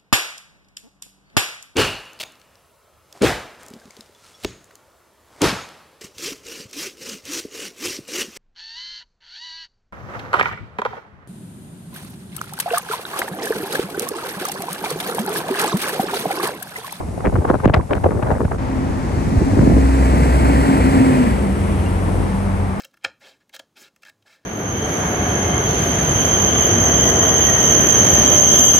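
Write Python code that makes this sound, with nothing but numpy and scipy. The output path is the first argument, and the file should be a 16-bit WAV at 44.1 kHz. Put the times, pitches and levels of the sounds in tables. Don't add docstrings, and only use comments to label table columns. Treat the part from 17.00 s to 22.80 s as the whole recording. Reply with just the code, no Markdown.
import sys
import numpy as np
from scipy import signal
from scipy.fft import rfft, irfft
from scipy.io import wavfile
from scipy.ndimage import uniform_filter1d

SR = 44100
rng = np.random.default_rng(int(sys.argv[2]) if len(sys.argv) > 2 else 0)


def dump(signal):
    limited = np.clip(np.atleast_2d(signal).T, -1, 1)
    pcm = np.round(limited * 32767).astype(np.int16)
    wavfile.write(sys.argv[1], SR, pcm)


N = 255780
TIME = np.arange(N) / SR
BINS = np.fft.rfftfreq(N, 1 / SR)
CROSSING_S = 1.57


def gain_of(db):
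    return 10 ** (np.asarray(db) / 20)


def evened(x):
    return x / np.sqrt(np.mean(x ** 2) + 1e-20)


def read(points):
    hz, value = np.transpose(points)
    return np.interp(np.log(BINS + 1), np.log(hz + 1), value)


def level(rows, index, fade=0.21):
    rows = np.array(rows)
    before = np.maximum(rows[0, 0] - TIME, 0)
    after = np.maximum(TIME - rows[-1, 0], 0)
    return gain_of(np.interp(TIME, rows[:, 0], rows[:, index])) * np.exp(-(before + after) / fade)


def envelope(start, length, attack, release):
    age = TIME - start
    return np.clip(age / attack, 0, 1) * np.exp(-np.maximum(age - length, 0) / release)


def step(s, width):
    return .5 + .5 * np.tanh((TIME - s) / (2 * width))


def wander(rate_hz):
    return evened(irfft(rfft(rng.standard_normal(N)) / (1 + (BINS / rate_hz) ** 4), N))


def tint(x, colour):
    return irfft(rfft(x) * evened(gain_of(read(colour))), N)


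def pair(likeness):
    a, b = rfft(rng.standard_normal((2, N)))
    same = np.clip(likeness, 0, 1)
    return np.array([a, same * a + np.sqrt(1 - same ** 2) * b])


def sides_of(left_db):
    return gain_of(np.array([[left_db], [-left_db]]) / 2)


def shaped(x, shape):
    return x * shape * np.linalg.norm(shape) / np.linalg.norm(x * shape, axis=-1, keepdims=True)


def resonate(x, hz, width_hz):
    turn = np.exp(2j * np.pi * np.cumsum(hz) / SR)
    r = np.exp(-np.pi * width_hz / SR)
    return 2 * (turn * signal.lfilter([1 - r], [1, -r], x / turn)).real


def low_cut(x, corner_hz=65, lag_cycles=0.706):
    lag = np.exp(-2j * np.pi * lag_cycles * np.log(1 + BINS / corner_hz))
    high_pass = signal.butter(2, corner_hz, "high", fs=SR, output="sos")
    return irfft(rfft(signal.sosfilt(high_pass, x)) * lag, N)


# (frequency [Hz], likeness [0-1])
NEAR_LIKENESS = [(60, 1), (250, 0.73), (600, 0.66), (1400, 1), (2200, 1), (3600, 0.36), (4500, 0.7),
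                 (5400, 0.2), (8400, 1), (12000, 1)]
FAR_LIKENESS = [(80, 1), (500, 0.82), (1300, 0.17), (2400, 0.39), (5400, 0.33), (8400, 0.3)]
# (frequency [Hz], lead of the left [rad])
NEAR_PHASE = [(0, 0), (600, 1.6), (2000, 6.4), (3200, 8.9), (4300, 13.1), (5300, 14.9), (6700, 18.6),
              (7600, 19.8), (8600, 18.8), (10100, 15.7), (11600, 12.6)]
FAR_PHASE = [(0, 0), (900, 1.6), (1900, 5.7), (2800, 7.1), (4000, 6.6), (5000, 7.3), (6400, 6.2),
             (7600, 7.2), (8600, 6.2), (10100, 3.15), (11600, 0)]


def street_noise(colour, likeness, phase, left_db):
    z = pair(read(likeness))
    z[1] *= np.exp(-1j * np.interp(BINS, *np.transpose(phase))) * gain_of(-left_db)
    return evened(tint(irfft(z, N), colour))


def street_dip(start=0.653, hold=0.063, recovery=0.12, dip_db=-8):
    return gain_of(dip_db * envelope(start, hold, attack=0.011, release=recovery))


# (frequency [Hz], relative level [dB])
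AVENUE_COLOUR = [(25, -16), (50, 4), (200, -3), (500, -4.5), (850, -1), (1400, -15.5), (2200, -15.5),
                 (3200, -26.5), (7000, -23.5), (10000, -33)]
AIR_COLOUR = [(4000, -8), (6800, -17.5), (7900, -0.5), (9200, 1.5), (10300, 7.5), (11200, -1), (12400, -25)]


def avenue_traffic(wash_db=-37, hiss_db=-50):
    wash = street_noise(AVENUE_COLOUR, FAR_LIKENESS, FAR_PHASE, left_db=2.5)
    hiss = street_noise(AIR_COLOUR, NEAR_LIKENESS, FAR_PHASE, left_db=-0.3)
    wash = wash * gain_of(wash_db) * (1 - step(CROSSING_S, 0.0023))
    return wash, hiss * gain_of(hiss_db) * (1 - step(CROSSING_S, 0.013))


# (start [s], length [s], low buffeting level [dB], flutter level [dB], flutter centre [Hz])
GUSTS = [(-.04, 0.9, -28.5, -33.5, 430), (0.256, 0.038, -18, -28, 507), (0.321, 0.077, -19, -22.5, 433),
         (0.46, 0.096, -21, -19.5, 464), (0.636, 0.07, -17, -25, 438), (0.76, 0.041, -21, -19.5, 380),
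         (0.892, 0.088, -25, -25, 517), (0.937, 0.63, -25, -31, 406), (1.032, 0.16, -23, -25, 463),
         (1.216, 0.15, -26, -22.5, 563), (1.39, 0.068, -26, -25.5, 413), (1.519, 0.03, -28, -24.5, 530),
         (1.58, 0.99, -27.5, -32, 149), (2.14, 0.335, -25, -30.5, 170), (2.5, 0.28, -19.5, -25, 171),
         (2.568, 0.21, -26, -21, 267), (5.06, 0.21, -28, -25.5, 301)]
# (frequency [Hz], relative level [dB])
BUFFET_COLOUR = [(15, -27), (30, -45), (50, 6), (85, 8), (160, -3), (260, -5), (450, -24), (1000, -62)]
FLUTTER_COLOUR = [(100, -6), (270, 0), (430, 5), (700, -0.5), (1100, -4), (1700, -15.5), (2600, -33),
                  (5000, -73)]
CRACKLE_COLOUR = [(600, -18), (1050, 5), (1500, 11), (2100, 2), (2800, -9.5), (4000, -14), (5300, -21),
                  (8000, -24), (12000, -34)]
GUST_ATTACK_S, GUST_RELEASE_S = 0.0041, 0.01
BUFFET_LAG_S = 0.0086
FLUTTER_HZ = 450
FLUTTER_LEFT_DB = 2


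def buffeting(low_db=1.0, mid_db=-5.5, lump_db=1.06, flutter_db=8.0, crackle_db=-31.0, tearing_db=11.0,
              hollow_db=1.0, hollow_hz=420, hollow_width_hz=170, roam=0.43):
    swirl = wander(63)
    low = tint(irfft(pair(0.63), N), BUFFET_COLOUR) * evened(gain_of(lump_db * swirl))
    unrest = np.minimum(evened(0.5 * swirl + np.array([wander(250), wander(260)])), 2.8)
    churn = irfft(pair(0.35), N) * evened(gain_of(flutter_db * unrest))
    ring_hz = hollow_hz * np.exp(roam * wander(22))
    churn = churn + gain_of(hollow_db) * resonate(churn, ring_hz, hollow_width_hz)
    crackle = tint(irfft(pair(0.36), N) * evened(gain_of(tearing_db * unrest)), CRACKLE_COLOUR)
    push_power, mid = np.zeros(N), np.zeros((2, N))
    for start, length, push_db, churn_db, centre_hz in GUSTS:
        push = envelope(start + BUFFET_LAG_S, length, GUST_ATTACK_S, GUST_RELEASE_S)
        push_power += (gain_of(push_db) * push) ** 2
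        speed = centre_hz / FLUTTER_HZ
        flutter = tint(churn, [(hz * speed, db) for hz, db in FLUTTER_COLOUR])
        flutter = flutter + gain_of(crackle_db) * speed ** 2 * crackle
        mid += flutter * gain_of(churn_db) * envelope(start, length, GUST_ATTACK_S, GUST_RELEASE_S)
    windward = sides_of(FLUTTER_LEFT_DB)
    low = np.sqrt(windward) * gain_of(low_db) * low * np.sqrt(push_power)
    return low + windward * gain_of(mid_db) * mid


# (time [s], level [dB], centre [Hz], treble share [dB], low push [dB], length [s])
EDDIES = [(0.009, -25, 713, -38, -35, 0.018), (0.088, -28, 369, -36, -20, 0.006),
          (0.18, -21, 515, -36, -25, 0.007), (0.207, -24.5, 747, -14, -30, .004),
          (0.253, -15.5, 600, -20, -33, 0.014), (0.275, -14.5, 518, -30, -20, 0.0049),
          (0.298, -20, 557, -30, -31, 0.0034), (0.328, -20.5, 566, -30, -27, 0.0052),
          (0.343, -28, 300, -36, -13, 0.0062), (0.362, -16.5, 663, -40, -29, 0.0066),
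          (0.385, -18, 341, -34, -18, 0.015), (0.422, -23.5, 565, -22, -20, 0.0074),
          (0.452, -12.5, 720, -36, -36, 0.0073), (0.49, -22.5, 850, -12, -30, 0.017),
          (0.558, -19, 544, -28, -15, 0.0057), (0.604, -27, 1050, -26, -18, 0.0088),
          (0.637, -19, 656, -22, -36, 0.0047), (0.646, -10, 595, -22, -13, 0.0044),
          (0.6573, -12, 1100, -10, -32, 0.0031), (0.678, -10, 456, -24, -10, 0.0019),
          (0.699, -14.5, 754, -15.5, -22, 0.0047), (0.745, -10, 615, -6, -10, 0.0091),
          (0.769, -18.5, 536, -15.5, -26, 0.014), (0.819, -32, 607, -25, -24, 0.0069),
          (0.91, -14, 800, -26, -26, 0.0035), (0.919, -13, 502.4, -30, -35, 0.015),
          (0.931, -12.5, 650, -12, -33, 0.0014), (0.954, -21, 650, -8, -29, 0.0045),
          (0.969, -27, 480, -11, -20, 0.01), (1.043, -9, 620, -22, -13, 0.0045),
          (1.063, -10, 564.6, -36, -34, 0.013), (1.13, -18, 375, -36, -28, 0.0046),
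          (1.2, -22, 538, -30, -23, 0.0093), (1.23, -20, 712, -11.5, -14, 0.01),
          (1.273, -19.5, 782, -24, -23, 0.0097), (1.317, -15, 614, -19.5, -12, 0.016),
          (1.416, -13.5, 485, -23, -21, 0.0047), (1.451, -23, 474, -14.5, -15, 0.0083),
          (1.517, -17.5, 749, -32, -29, 0.0066), (2.422, -13.5, 273.4, -38, -24, 0.01),
          (2.536, -17, 204, -40, -10, 0.013), (2.631, -13, 380, -28, -24, 0.0061),
          (2.675, -16, 482, -28, -24, 0.006), (2.784, -18, 383, -39, -24, 0.017)]
EDDY_LEFT_DB = 1.5


def eddies(body_db=0.1, crackle_db=2.0, push_db=11.5, push_time=0.00163, ragged_db=5.5,
           top_share=1.41, ring_share=0.45, sag=0.25):
    body, crackle, push = np.zeros((3, 2, N))
    churn = evened(irfft(pair(0.12), N))
    ragged, waver = gain_of(ragged_db * wander(350)), 0.173 * wander(207)
    sides = sides_of(EDDY_LEFT_DB)
    for s, peak_db, centre_hz, treble_db, low_db, length in EDDIES:
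        at = slice(max(round((s - .05) * SR), 0), round((s + .05) * SR))
        age = TIME[at] - s
        burst = 1 / (1 + (2 * age / length) ** 2)
        edges_hz = [centre_hz * .4, centre_hz * top_share]
        band = signal.butter(N=3, Wn=edges_hz, btype="band", fs=SR, output="sos")
        noise = evened(signal.sosfilt(band, churn[:, at]))
        pitch = centre_hz * (1 - sag * np.tanh(age / length) + waver[at])
        port_turn = np.array([[0], [np.pi / 3]])
        ring = np.cos(2 * np.pi * np.cumsum(pitch) / SR + rng.uniform(0, 2 * np.pi) + port_turn)
        body[:, at] += sides * gain_of(peak_db) * shaped(noise + ring_share * ring, burst)
        crest = 1 / (1 + (1.52 * age / length) ** 4)
        crackle[:, at] += sides * gain_of(peak_db + treble_db) * shaped(ragged[at], crest)
        v = np.maximum(age + push_time, 0) / push_time
        push[:, at] += np.sqrt(sides) * gain_of(low_db) * v * (2 - v) * np.exp(-v)
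    sparks = tint(crackle * irfft(pair(0.3), N), CRACKLE_COLOUR)
    return gain_of(body_db) * body + gain_of(crackle_db) * sparks + gain_of(push_db) * low_cut(push)


# (time [s], peak level [dB], upper edge [Hz])
SNAPS = [(0.2535, -14, 2130), (0.2595, -15.5, 2450), (0.2695, -13, 2030), (0.278, -25, 2300),
         (0.3555, -12.5, 1670), (0.362, -19, 1850), (0.501, -4, 1500), (0.5425, -11, 1400),
         (0.648, -22, 2580), (0.6555, -17, 2300), (0.6798, -24, 3200), (0.686, -22, 2600),
         (0.738, -9, 2970), (0.7418, -8, 4550), (0.7443, -13, 2620), (0.748, -14, 3880),
         (0.7525, -19, 2380), (0.8105, -23, 2000), (0.9328, -10.5, 2200), (0.9342, -14, 3080),
         (0.953, -28, 2600), (1.04, -23, 2516), (1.1073, -21.5, 2230), (1.2674, -24, 1250),
         (1.3213, -21, 1600), (1.352, -22, 1800), (1.382, -22, 1600), (1.405, -10.5, 1230),
         (1.416, -18, 1570), (1.519, -14, 1670), (2.592, -15.5, 1700)]


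def snaps(lowest_hz=480, left_db=9.5, rattle_db=-20.0, rattle_s=0.00089):
    out, age = np.zeros(N), TIME[:1024]
    bass_cut = signal.butter(N=2, Wn=lowest_hz, btype="high", fs=SR, output="sos")
    for s, peak_db, edge_hz in SNAPS:
        treble_cut = signal.butter(N=7, Wn=edge_hz, fs=SR, output="sos")
        tail = evened(rng.standard_normal(len(age)) ** 3)
        tail = tail * np.exp(-age / rattle_s) / np.sqrt(edge_hz * rattle_s)
        jump = signal.unit_impulse(len(age)) + gain_of(rattle_db) * tail
        click = signal.sosfilt(np.vstack([treble_cut, bass_cut]), jump)
        out[round(s * SR):][:len(click)] -= gain_of(peak_db) * click / abs(click).max()
    return sides_of(left_db) * low_cut(out)


# (time [s], level [dB], first pitch [Hz], last pitch [Hz])
THUMPS = [(0.273, -14.5, 600, 85), (0.499, -4.5, 980, 129), (0.5422, -7.5, 1100, 333),
          (0.6558, -2.5, 1360, 76), (0.699, -11.5, 500, 81), (0.769, -9.5, 200, 41.6),
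          (1.04, -11, 746, 170), (1.061, -6, 650, 254), (1.4039, -11.5, 750, 131), (1.447, -14.5, 350, 55),
          (2.272, -10, 230, 70), (2.322, -9.5, 327, 110), (2.367, -6.5, 136, 38), (2.413, -6, 400, 130),
          (2.571, -7.5, 500, 140), (2.589, -4, 624, 64.5), (2.631, -6.5, 480, 80), (2.673, -3.5, 617, 100),
          (2.698, -6, 585, 130), (2.726, -8, 420, 69), (2.767, -5, 560, 150)]
THUMP_STRETCH = 0.6


def thumps(left_db=-1.5, port_spread=0.3, fullness=0.62):
    out, age = np.zeros((2, N)), TIME[:4096]
    for s, peak_db, first_hz, last_hz in THUMPS:
        turns = np.log(1 + THUMP_STRETCH * first_hz * age) / THUMP_STRETCH
        progress = np.minimum(turns * THUMP_STRETCH / np.log(first_hz / last_hz), 1)
        swell = np.maximum(np.sin(np.pi * progress), 0) ** fullness
        port_turn = port_spread * rng.standard_normal((2, 1))
        ring = np.sin(2 * np.pi * turns + port_turn)
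        out[:, round(s * SR):][:, :len(age)] -= gain_of(peak_db) * swell * ring
    return sides_of(left_db) * out


# (time [s], level [dB])
TRAFFIC = [(1.585, -24.5), (2.2, -25.5), (3.0, -26), (4.3, -25), (4.8, -23.5), (5.3, -22.5), (5.8, -25.5)]
# (frequency [Hz], relative level [dB])
TRAFFIC_COLOUR = [(20, -41), (45, 3.5), (90, -1), (200, -5.5), (400, -12.5), (900, -12.5), (1400, -20.5),
                  (2200, -26.5), (3000, -34.5), (4000, -38.5), (6800, -40.5), (10000, -60)]


def crossing_traffic():
    wash = street_noise(TRAFFIC_COLOUR, FAR_LIKENESS, FAR_PHASE, left_db=2.5)
    return wash * level(TRAFFIC, 1, fade=0.0061)


BUS_CLOSEST_S, BUS_DISTANCE_M, BUS_SPEED_M_PER_S = 3.75, 11.75, 10.06
HIDDEN_S, HIDING_S = 4.36, 0.053


def bus_pass(falloff, hidden_db):
    distance = np.hypot(BUS_DISTANCE_M, BUS_SPEED_M_PER_S * (TIME - BUS_CLOSEST_S))
    return (BUS_DISTANCE_M / distance) ** falloff * gain_of(hidden_db * step(HIDDEN_S, HIDING_S))


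# (time [s], level [dB])
WAKE = [(4.3, -54), (4.6, -45.5), (5.15, -44), (5.8, -50)]
# (frequency [Hz], relative level [dB])
RUMBLE_COLOUR = [(22, -61), (50, -1), (75, -0.5), (110, -1.5), (170, 0), (225, 1.5), (330, -3.5), (500, -9),
                 (800, -15), (1300, -28), (3000, -78)]
TYRE_COLOUR = [(200, -6), (600, 4.5), (900, 9.5), (1330, 1), (2000, 1.5), (2480, -3), (3000, -10.5),
               (3700, -17.5), (4400, -12.5), (5600, -18.5), (7000, -18), (7900, -11), (9000, -25.5)]


def bus_rolling(rumble_db=-16.0, tyre_db=-24.0, hiss_db=-39.5, shake_db=0.7, tread_db=0.5, grit_db=0.65):
    rumble = street_noise(RUMBLE_COLOUR, NEAR_LIKENESS, NEAR_PHASE, left_db=1.0)
    rumble = rumble * bus_pass(falloff=1.86, hidden_db=-3.5) * gain_of(rumble_db + shake_db * wander(8.5))
    tyres = street_noise(TYRE_COLOUR, NEAR_LIKENESS, NEAR_PHASE, left_db=1.0)
    unevenness_db = tread_db * wander(60) + grit_db * wander(260)
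    tyres = tyres * bus_pass(falloff=2.78, hidden_db=-8.5) * gain_of(tyre_db + unevenness_db)
    hiss = street_noise(AIR_COLOUR, NEAR_LIKENESS, FAR_PHASE, left_db=0.0)
    passing = gain_of(hiss_db) * bus_pass(falloff=2.02, hidden_db=-1.5)
    hiss = hiss * np.hypot(passing, level(WAKE, 1))
    return (rumble + tyres + hiss) * step(CROSSING_S, 0.024)


def engine_note(pitch, loud, second_db, half_db, echo_share, jitter, lead=0.00062):
    port_lead = pitch * np.array([[0], [lead]])
    turns = np.cumsum(pitch * (1 + jitter * wander(17.8))) / SR - port_lead
    echoes = echo_share * (1 - .75 * loud / loud.max())
    paths = 1 + echoes * (wander(10) + 1j * wander(10))
    cycle = np.exp(2j * np.pi * turns)
    uneven_firing = gain_of(half_db) * np.cos(np.pi * turns)
    return evened((paths * cycle + gain_of(second_db) * cycle ** 2).real + uneven_firing) * loud


# (time [s], pitch [Hz], level [dB])
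DRONE = [(1.63, 266, -29), (1.74, 264.2, -24.5), (2.0, 263, -27.5), (2.09, 260.4, -50), (2.18, 266, -27.5),
         (2.55, 267.7, -23.5), (3.08, 268.7, -19.5), (3.38, 270, -27), (3.51, 272, -20.5),
         (3.8, 268, -24.5), (4.02, 267.7, -13.5), (4.12, 258, -15), (4.22, 247, -13), (4.3, 229, -21),
         (4.38, 208, -23.5), (4.47, 195.4, -20.5), (4.57, 197, -27), (4.67, 197.4, -21.5), (4.88, 196, -32),
         (5.2, 191, -26.5), (5.4, 195.8, -27), (5.55, 193, -25), (5.8, 194, -29)]


def bus_drive(gears_db=-18.5, gears_ratio=0.94):
    pitch = uniform_filter1d(np.interp(TIME, *np.transpose(DRONE)[:2]), size=2205)
    drone = engine_note(pitch, level(DRONE, 2, fade=0.03),
                        second_db=-19, half_db=-34, echo_share=0.3, jitter=0.0055)
    gears_loud = gain_of(gears_db) * bus_pass(falloff=15, hidden_db=-12)
    gears = engine_note(pitch * gears_ratio, gears_loud,
                        second_db=-27, half_db=-23, echo_share=1.53, jitter=0.038)
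    return drone + gears


# (time [s], level [dB])
LEAD_CAR = [(1.7, -55), (2.1, -48.5), (2.5, -45), (3.0, -45.5), (3.2, -47), (3.5, -51)]
# (frequency [Hz], relative level [dB])
LEAD_CAR_COLOUR = [(2500, -7), (4200, 0.5), (5700, 3), (6800, 3), (9000, -19)]


def lead_car():
    return street_noise(LEAD_CAR_COLOUR, FAR_LIKENESS, NEAR_PHASE, left_db=4.5) * level(LEAD_CAR, 1)


# (start [s], length [s], first pitch [Hz], last pitch [Hz], level [dB], relative uneven firing [dB])
EXHAUST = [(2.7, 0.894, 62.3, 63.9, -14.5, -38), (3.77, 0.099, 62.2, 61.5, -19, -27),
           (3.72, 0.17, 90.5, 90.8, -19.5, -20), (4.26, 0.54, 64.13, 71.3, -23.5, -33),
           (4.57, 0.63, 89.5, 90.36, -21, -9), (5.307, 0.35, 91.7, 91.7, -21, -6)]
EXHAUST_ATTACK_S, EXHAUST_RELEASE_S = 0.054, 0.08


def bus_exhaust():
    out = np.zeros((2, N))
    for start, length, first_hz, last_hz, db, uneven_db in EXHAUST:
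        pitch = np.interp(TIME, [start, start + length], [first_hz, last_hz])
        loud = gain_of(db) * envelope(start, length, EXHAUST_ATTACK_S, EXHAUST_RELEASE_S)
        out += engine_note(pitch, loud, second_db=-16.0, half_db=uneven_db, echo_share=0.23, jitter=0.0024)
    return out


# (time [s], level [dB])
FAN = [(3.8, -48), (4.2, -38), (4.5, -44), (4.68, -40), (5.1, -46.5), (5.6, -52)]
# (frequency [Hz], relative level [dB])
FAN_COLOUR = [(1500, -6), (2400, 1), (2900, -2.5), (3400, -8), (4500, -23), (6000, -13), (9000, -34)]


def bus_fan():
    return street_noise(FAN_COLOUR, FAR_LIKENESS, FAR_PHASE, left_db=7.0) * level(FAN, 1)


# (time [s], level [dB])
CARS = [(4.5, -53), (4.9, -48), (5.25, -60), (5.5, -38), (5.8, -33.5)]
# (frequency [Hz], relative level [dB])
CAR_COLOUR = [(200, -15), (550, -11), (850, 6), (1150, 6), (1500, -5), (2200, -5), (4000, -44)]


def following_cars():
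    return street_noise(CAR_COLOUR, FAR_LIKENESS, FAR_PHASE, left_db=.5) * level(CARS, 1, fade=.3)


def chink(start=4.86, hz=2800, level_db=-33, decay=0.017):
    age = np.maximum(TIME - start, 0)
    strike = (1 - np.exp(-age / 0.00046)) * np.exp(-age / decay)
    return gain_of(level_db) * strike * np.sin(2 * np.pi * hz * age)


def scene():
    avenue, hiss = avenue_traffic()
    street = street_dip() * (avenue + hiss + crossing_traffic() + lead_car() + following_cars())
    wind = buffeting() + eddies() + snaps() + thumps()
    bus = bus_rolling() + bus_drive() + bus_exhaust() + bus_fan()
    return street + wind + bus + chink()


def record(dry, ceiling=0.95, edge_hz=12450):
    held = dry / (1 + (dry / ceiling) ** 6) ** (1 / 6)
    treble_cut = signal.firwin(511, edge_hz, window=("kaiser", 9), fs=SR)
    return signal.oaconvolve(held, treble_cut[None], "same")


dry = scene()
out = record(dry)
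dump(out)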